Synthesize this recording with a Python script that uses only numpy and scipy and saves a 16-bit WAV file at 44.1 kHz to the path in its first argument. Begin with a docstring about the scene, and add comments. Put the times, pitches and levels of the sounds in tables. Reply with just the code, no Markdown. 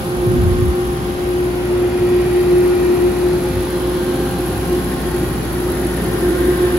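"""A fan drone over rushing air, buffeted early on by a draught: a belt-driven screw air compressor.
The cooling fan drones at its blade rate, the screw's lobes puff out a whine, the motor hums at its
shaft rate and the belt hisses in its grooves. The microphone is carried round the cabinet, so tones
swell and fade in the workshop's standing waves. The draught comes from the open cabinet."""
import sys
import numpy as np
from scipy import signal
from scipy.fft import rfft, irfft, next_fast_len
from scipy.io import wavfile
from scipy.ndimage import uniform_filter1d, map_coordinates

SR = 44100
rng = np.random.default_rng(int(sys.argv[2]) if len(sys.argv) > 2 else 0)


def to_wav(sig):
    """Store sig (one row per channel, or 1-D mono) as 16-bit WAV at the path in sys.argv[1].

    Samples outside -1..1 are clipped; the rate is SR.
    """
    pcm = np.clip(np.atleast_2d(sig), -1, 1) * 32767
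    pcm = np.round(pcm).astype(np.int16)
    wavfile.write(sys.argv[1], SR, pcm.T)  # frames by channels


N = 298998
TIME_S = np.arange(N) / SR
MOTOR_HZ, SCREW_HZ, BELT_HZ = 59.62, 52.63, 41.05
BLADES, LOBES = 6, 5


# Blade-rate harmonics 1-4: (time [s], level [dB])
BLADE_1 = [(0, -32), (.15, -21.5), (.3, -18.5), (.6, -19.5), (.76, -17.3), (1.05, -23.3), (1.43, -17),
           (1.53, -21.5), (1.67, -22), (1.74, -18), (2.1, -15.2), (2.53, -12.3), (2.9, -13.8), (3.08, -12),
           (3.17, -17), (3.3, -15.7), (3.5, -20.5), (3.97, -19.7), (4.63, -23.5), (4.75, -19.5), (5, -30),
           (5.17, -20), (5.4, -37), (5.6, -26.5), (5.85, -22.5), (6.03, -26), (6.35, -14.3), (6.5, -15),
           (6.65, -18), (6.78, -20)]
BLADE_2 = [(0, -38.5), (.87, -43), (1.85, -38.5), (2.5, -41.5), (3.05, -37.5), (3.6, -44), (4.7, -38),
           (5.3, -45), (5.9, -43), (6.6, -36.5)]
BLADE_3 = [(0, -44), (.6, -40.5), (1.4, -52), (2.9, -46), (3.4, -51), (3.95, -40.5), (4.25, -49),
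           (4.65, -39.5), (5.15, -40.5), (5.6, -52), (6.3, -40.5), (6.78, -45)]
BLADE_4 = [(0, -51), (.4, -47), (1.6, -56), (2.2, -44.5), (2.75, -44), (3.25, -51), (3.95, -42), (4.8, -52),
           (5.1, -44.5), (6.2, -43), (6.78, -49)]
# Brief dips of drone and wakes: (time [s], depth [dB])
DRONE_DIPS = [(3.13, 4), (3.53, 5), (3.69, 6), (4.05, 7), (4.3, 5), (4.59, 5), (4.82, 5), (5.95, 5),
              (6.57, 7), (6.7, 4)]
# Blade wakes: (frequency [Hz], relative density [dB])
WAKE_SPECTRUM = [(90, -44), (170, -18), (285, -12.5), (320, 1.5), (352, 5.5), (375, 1), (410, -9),
                 (460, -16.5), (520, -13), (900, -95)]
# Air noise, left to right: (frequency [Hz], coherence [-])
AIR_COHERENCE = [(60, 0.83), (350, 1), (550, 0.52), (800, 0.53), (1200, 0.2), (2000, 0.49), (3300, 0.49),
                 (6000, 0)]

def fan(angle):
    """The blades drone; their wakes add a rough band round the blade rate."""
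    blade_angle, blade_hz = BLADES * angle, BLADES * MOTOR_HZ
    blade_db = curve(BLADE_1)
    drone = amp(blade_db + .1) * tone(blade_angle, blade_hz, flutter=.16)
    overtones = strong_tones(blade_angle, blade_hz, {2: BLADE_2, 3: BLADE_3, 4: BLADE_4}, flutter=.16)
    wake_gain = near(-25.6, share=1.3) * amp(.35 * (blade_db - blade_db.mean()))
    wakes = wake_gain * rush(WAKE_SPECTRUM, AIR_COHERENCE)
    dip_db = sum(db * bell(time_s, sigma_s=.02) for time_s, db in DRONE_DIPS)
    return amp(-dip_db) * (drone + wakes) + amp(-1.7) * overtones


# Cabinet rumble, grille rush, fin rush: (frequency [Hz], relative density [dB])
RUMBLE_SPECTRUM = [(15, -35), (25, -28), (40, -9), (62, -1), (100, -1), (135, 1.5), (190, 0.5), (280, -2.5),
                   (450, -11), (600, -17), (1200, -91)]
GRILLE_SPECTRUM = [(300, -20), (470, -2.5), (580, -1), (720, -.8), (830, -.3), (1000, -2.2), (1200, -3.8),
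                   (1350, -5.3), (1700, -8.8), (2200, -12.5), (3200, -25.5), (6000, -69)]
FIN_SPECTRUM = [(1200, -25), (2200, -3), (3000, 0), (4400, -3), (5500, -6.5), (6800, -8.5), (7600, -12),
                (8500, -22), (15000, -34)]
# Narrow bands of ringing air noise that swell and fade: (frequency [Hz], width [Hz], level [dB],
# nearness share [-], crest time [s], crest period [s], swing [dB])
RINGING_BANDS = [(430, 18, -42.5, 1.2, 6.5, 4, 2), (1190, 130, -48, .1, 0.25, 3.1, 3.5),
                 (1322, 45, -52, .7, 2.7, 3.8, 3), (1470, 150, -45.3, .9, 3.9, 2.6, 2.8),
                 (1620, 130, -49, 1.5, 4, 2.6, 2), (1795, 90, -47.5, 1.6, 6.6, 4, 3.5),
                 (1905, 130, -45.2, .5, 2.45, 4, 4.5), (2430, 770, -47, 0.11, 2.45, 4.9, 7),
                 (3350, 1060, -52.5, 0.27, 3.8, 2.7, 7), (4200, 900, -53, 0.3, 3.6, 8, 7)]

def cooling_air():
    """Air rumbles in the cabinet, rushes through grille and cooler fins and rings in narrow bands."""
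    rumble = near(-24.2, share=.15) * rush(RUMBLE_SPECTRUM, AIR_COHERENCE)
    grille = near(-31, share=.1) * rush(GRILLE_SPECTRUM, AIR_COHERENCE, patchy_db=.8)
    fins = near(-37.5, share=.31) * rush(FIN_SPECTRUM, coherence=[(2500, .077), (6000, .037)])
    ringing = sum(near(db, share) * standing_wave(*wave) * ringing_band(hz, width_hz)
                  for hz, width_hz, db, share, *wave in RINGING_BANDS)
    return rumble + placed(patchy(grille + fins + ringing, depth_db=2))


def ringing_band(hz, width_hz):
    """Air noise in one steep-skirted band, partly shared by both sides; rms 1."""
    left, right, shared = rng.standard_normal((3, N))
    noise = np.array([left, right]) + .65 * shared
    bandpass = lambda f: 1j * f * width_hz / (hz * hz - f * f + 1j * f * width_hz)
    return unit(filtered(noise, lambda f: bandpass(f) ** 2))


# Lobe-rate harmonics: (time [s], level [dB])
LOBE_1 = [(0.0, -45), (1.47, -38.5), (1.7, -40), (4.87, -32), (6.27, -36), (6.77, -31)]
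LOBE_2 = [(0.0, -35.3), (1.33, -43.1), (1.67, -40.5), (2.5, -42.8), (3.5, -33.8), (4.8, -37.0),
          (5.3, -43.4), (6.3, -35.1), (6.77, -35.4)]
LOBE_3 = [(0.0, -38.1), (0.33, -39.5), (0.58, -47), (0.78, -36.5), (1.3, -39.5), (1.6, -45), (2.4, -38.7),
          (3.3, -42.5), (4.37, -37.8), (5.53, -43.5), (5.83, -40.0), (6.77, -51)]
LOBE_4 = [(0.0, -52.5), (0.6, -60.3), (2.93, -46.9), (3.5, -61.2), (3.77, -45.3), (5.2, -46.2),
          (5.7, -61.2), (6.07, -45.3), (6.77, -42.4)]
LOBE_6 = [(0.0, -55), (.6, -49), (1.2, -49), (1.5, -57), (2.7, -49), (3.3, -55), (4, -44), (5.2, -49),
          (6.05, -50), (6.45, -39), (6.77, -37.8)]
LOBE_9 = [(0.0, -61.0), (0.87, -68.2), (2.85, -48), (3.3, -65), (4.93, -59), (6.03, -62), (6.77, -56)]
# Weak screw tones: (lobe-rate multiple [-], level [dB])
LOBE_ORDERS = [(7, -54), (8, -56)]

def screw(angle):
    """Each lobe lets out one puff of air per turn: a clean harmonic whine."""
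    lobe_angle, lobe_hz = LOBES * angle, LOBES * SCREW_HZ
    levels = {1: LOBE_1, 2: LOBE_2, 3: LOBE_3, 4: LOBE_4, 6: LOBE_6, 9: LOBE_9}
    whine = amp(.4) * strong_tones(lobe_angle, lobe_hz, levels, flutter=.1)
    return whine + weak_tones(lobe_angle, lobe_hz, LOBE_ORDERS, flutter=.1, fade_db=4)


# Shaft-rate harmonics 1-2: (time [s], level [dB])
HUM_1 = [(0.0, -45.6), (0.13, -45.3), (0.83, -32.2), (2.63, -28.4), (2.97, -29.7), (6.77, -26.6)]
HUM_2 = [(0.0, -37.2), (1.2, -38.2), (1.83, -30.1), (2.4, -41.2), (3.33, -37.2), (3.53, -48.5),
         (6.07, -34.9), (6.4, -49.0), (6.77, -37.8)]
# Weak motor and fan tones: (shaft-rate multiple [-], level [dB])
SHAFT_ORDERS = [(3, -40.5), (4, -45), (7, -42.5)]

def motor(angle):
    """The shaft hums at its turning rate and the octave, under weak, rough overtones."""
    hum = amp(-.3) * strong_tones(angle, MOTOR_HZ, {1: HUM_1, 2: HUM_2}, flutter=.035)
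    return hum + weak_tones(angle, MOTOR_HZ, SHAFT_ORDERS, flutter=.74, fade_db=2)


# Gusts on the microphone: (time [s], level [dB], sigma [s], eddy frequency [Hz])
GUST_EVENTS = [(.2, -25, .03, 55), (.298, -18, .018, 112), (.315, -24, .025, 55), (.35, -24, .02, 135),
               (.39, -21, .035, 245), (.412, -13, .02, 72), (.485, -13, .032, 88), (.555, -20, .025, 48),
               (.63, -12.8, .014, 105), (.695, -12.5, .018, 70), (.87, -24.5, .025, 60),
               (1.03, -26, .02, 65), (3.56, -23, .04, 95)]
# Gust turbulence, air stream: (frequency [Hz], relative density [dB])
TURBULENCE_SPECTRUM = [(15, -30), (30, -4), (60, 1), (95, 3), (140, -1.5), (240, -6), (330, -25),
                       (600, -60)]
STREAM_SPECTRUM = [(20, -12), (40, 0), (80, 0), (150, -8), (250, -8), (340, -25), (600, -60)]

def draught():
    """Air streams past; each gust's eddy pushes the microphone a few cycles, amid longer turbulence."""
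    eddies, envelope = np.zeros(N), np.zeros(N)
    phases = rng.uniform(0, 2 * np.pi, len(GUST_EVENTS))
    for (time_s, db, sigma_s, hz), phase in zip(GUST_EVENTS, phases):
        eddies += amp(db) * bell(time_s, sigma_s) * np.sin(2 * np.pi * hz * (TIME_S - time_s) + phase)
        envelope += amp(db) * bell(time_s, 1.6 * sigma_s)
    turbulence = envelope * rush(TURBULENCE_SPECTRUM, coherence=[(60, .52)])
    stream = amp(-22.5) * bell(.47, sigma_s=.14) * rush(STREAM_SPECTRUM, coherence=[(60, .56)])
    balance = amp([[.7], [-.7]])
    return amp(-1.7) * np.sqrt(2) * balance * eddies + amp(-7.8) * turbulence + stream


# High hiss, brightest near 11 kHz, with a dip near 13 kHz: (frequency [Hz], relative density [dB])
HISS_SPECTRUM = [(4000, -40), (6500, -16), (7500, -11), (8700, -3.5), (9800, -1), (10900, .5), (11800, -.5),
                 (12600, -6), (13400, -10), (14500, -8.5), (15700, -8.5)]
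# Pulley ring: (frequency [Hz], relative level [dB], T60 [s])
PULLEY_MODES = [(8620, -9, .014), (9500, -8, .008), (10400, -3, .008), (10850, 0, .012), (11450, -3, .012)]

def belt(motor_angle, screw_angle):
    """The belt rubs its grooves, harder once per lap and per pulley turn; tiny slips ring the pulleys."""
    lap = np.cos(shaft(BELT_HZ, sway_rad=.14))
    on_motor, on_screw = np.cos(motor_angle), np.cos(screw_angle)
    grip = lap * (1 + 1.1 * on_screw + on_motor) + .6 * on_screw + .3 * on_motor
    hiss = unit(amp(1.2 * grip) * rush(HISS_SPECTRUM, coherence=[(9000, .93)], patchy_db=1))
    slips_per_s = 520 * amp(2.6 * grip)
    slips = (rng.random(N) < slips_per_s / SR) * rng.standard_normal((len(PULLEY_MODES), N))
    t = np.arange(SR // 20) / SR
    rings = [amp(db - 60 * t / t60_s) * np.sin(2 * np.pi * hz * t) for hz, db, t60_s in PULLEY_MODES]
    squeak = unit(sum(signal.fftconvolve(blows, ring)[:N] for blows, ring in zip(slips, rings)))
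    # The two microphone ports get the hiss in opposite polarity, left first.
    lead_s = 1 / 4380
    ports = lambda hz: np.array([np.exp(1j * np.pi * hz * lead_s), -np.exp(-1j * np.pi * hz * lead_s)])
    at_ports = filtered(hiss + amp(-5) * squeak, ports)
    return near(-37.5, share=.74) * amp(.45 * wobble(11)) * at_ports


# Nearness to the cooling-air grille: (time [s], gain [dB])
GRILLE_NEARNESS = [(0, -0.5), (0.8, -4), (1.9, -5), (2.45, -1.5), (3.7, -1), (4.55, 2), (5.4, 1), (6.15, 3),
                   (6.78, 4)]

def near(db, share):
    """Gain of a source that grows towards the grille by its own share."""
    return amp(db + share * curve(GRILLE_NEARNESS))


# Direction of the rushing air: (time [s], left lag [ms])
LEFT_LAG = [(0, 0.25), (1.2, 0.38), (1.9, 0.038), (3.2, 0.048), (5, -0.044), (6.78, -0.11)]
# Side colour: (frequency [Hz], left minus right [dB])
SIDE_BALANCE = [(400, 7), (600, 0.5), (1100, 1.5), (2000, 1.5), (3000, 0), (5000, -1.5)]

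def placed(pair):
    """The cabinet drifts from right to left: one side hears it earlier, each in its own colour."""
    half_lag = curve(LEFT_LAG) * SR / 1000 / 2
    n = np.arange(N)
    left = map_coordinates(pair[0], [n - half_lag])
    right = map_coordinates(pair[1], [n + half_lag])
    return filtered(np.array([left, right]), lambda hz: amp(np.outer([.5, -.5], along(SIDE_BALANCE, hz))))


def standing_wave(crest_s, period_s, swing_db):
    """Gain along a walk through crests and nodes."""
    return amp(swing_db * np.cos(2 * np.pi * (TIME_S - crest_s) / period_s))


def patchy(pair, depth_db):
    """Room reflections give narrow, slowly shifting patches of gain."""
    spectra = signal.stft(pair, nperseg=2048)[2]
    field = uniform_filter1d(rng.standard_normal(spectra.shape), size=3, axis=1)
    field = unit(uniform_filter1d(field, size=14, axis=2, mode="wrap"))
    return signal.istft(spectra * unit(amp(depth_db * field)), nperseg=2048)[1][:, :N]


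def shaft(hz, sway_rad):
    """Angle of a steadily turning part with a slight sway."""
    return 2 * np.pi * hz * TIME_S + sway_rad * wobble(1.893)


def tone(angle, hz, flutter):
    """Tone of rms 1, fluttering in level and phase; shorter waves differ more between the sides."""
    stir = 1 + flutter * (wobble(22.025) + 1j * wobble(22))
    apart = min(hz / 1200, 1) * (.25 * wobble(1.3) + .8j * wobble(1.3))
    sides = np.array([1 + apart, 1 - apart]) / np.sqrt(1 + np.abs(apart) ** 2)
    return unit(np.real(sides * stir * np.exp(1j * angle)))


def strong_tones(angle, hz, levels, flutter):
    """Harmonics, each swelling in its own standing wave; higher ones flutter more."""
    return sum(amp(curve(level)) * tone(k * angle, k * hz, flutter * np.sqrt(k))
               for k, level in levels.items())


def weak_tones(angle, hz, orders, flutter, fade_db):
    """Overtones that come and go at random as the microphone crosses standing waves."""
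    return sum(amp(db) * unit(amp(fade_db * wobble(1.73)) * tone(k * angle, k * hz, flutter))
               for k, db in orders)


def rush(spectrum, coherence, patchy_db=1.5):
    """Patchy stereo noise of rms 1; spectrum and coherence are points over frequency [Hz]."""
    def mid_side(hz):
        width_rad = np.arccos(np.clip(along(coherence, hz), -1, 1)) / 2
        return amp(along(spectrum, hz)) * [np.cos(width_rad), np.sin(width_rad)]
    mid, side = filtered(patchy(rng.standard_normal((2, N)), patchy_db), mid_side)
    return unit(np.array([mid + side, mid - side]))


def filtered(x, response):
    """x through a complex frequency response."""
    size = next_fast_len(N + SR // 2)
    return irfft(rfft(x, size) * response(np.fft.rfftfreq(size, 1 / SR)), size)[..., :N]


def wobble(knots_per_s):
    """Smooth random curve."""
    return map_coordinates(rng.standard_normal(1024), [TIME_S * knots_per_s], mode="mirror")


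def along(points, hz):
    """(frequency [Hz], value) points, interpolated on a log axis."""
    point_hz, values = np.transpose(points)
    return np.interp(np.log(hz + 1), np.log(point_hz + 1), values)


def curve(points):
    """(time [s], value) points, interpolated per sample."""
    return np.interp(TIME_S, *np.transpose(points))


def bell(centre_s, sigma_s):
    return np.exp(-.5 * ((TIME_S - centre_s) / sigma_s) ** 2)


def amp(db):
    return 10 ** (np.asarray(db) / 20)


def unit(x):
    return x / np.sqrt(np.mean(x ** 2) + 1e-20)


def scene():
    """The motor shaft turns the fan and, through the belt, the screw."""
    motor_angle, screw_angle = shaft(MOTOR_HZ, sway_rad=.056), shaft(SCREW_HZ, sway_rad=.054)
    machine = fan(motor_angle) + motor(motor_angle) + screw(screw_angle)
    return machine + cooling_air() + belt(motor_angle, screw_angle) + draught()


def record(dry):
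    """Fourth-order low cut and a hard band limit."""
    low_hz, top_hz = 33., 15780
    return filtered(dry, lambda hz: hz ** 4 / np.sqrt(hz ** 8 + low_hz ** 8) * (hz < top_hz))


dry = scene()
out = record(dry)
to_wav(out)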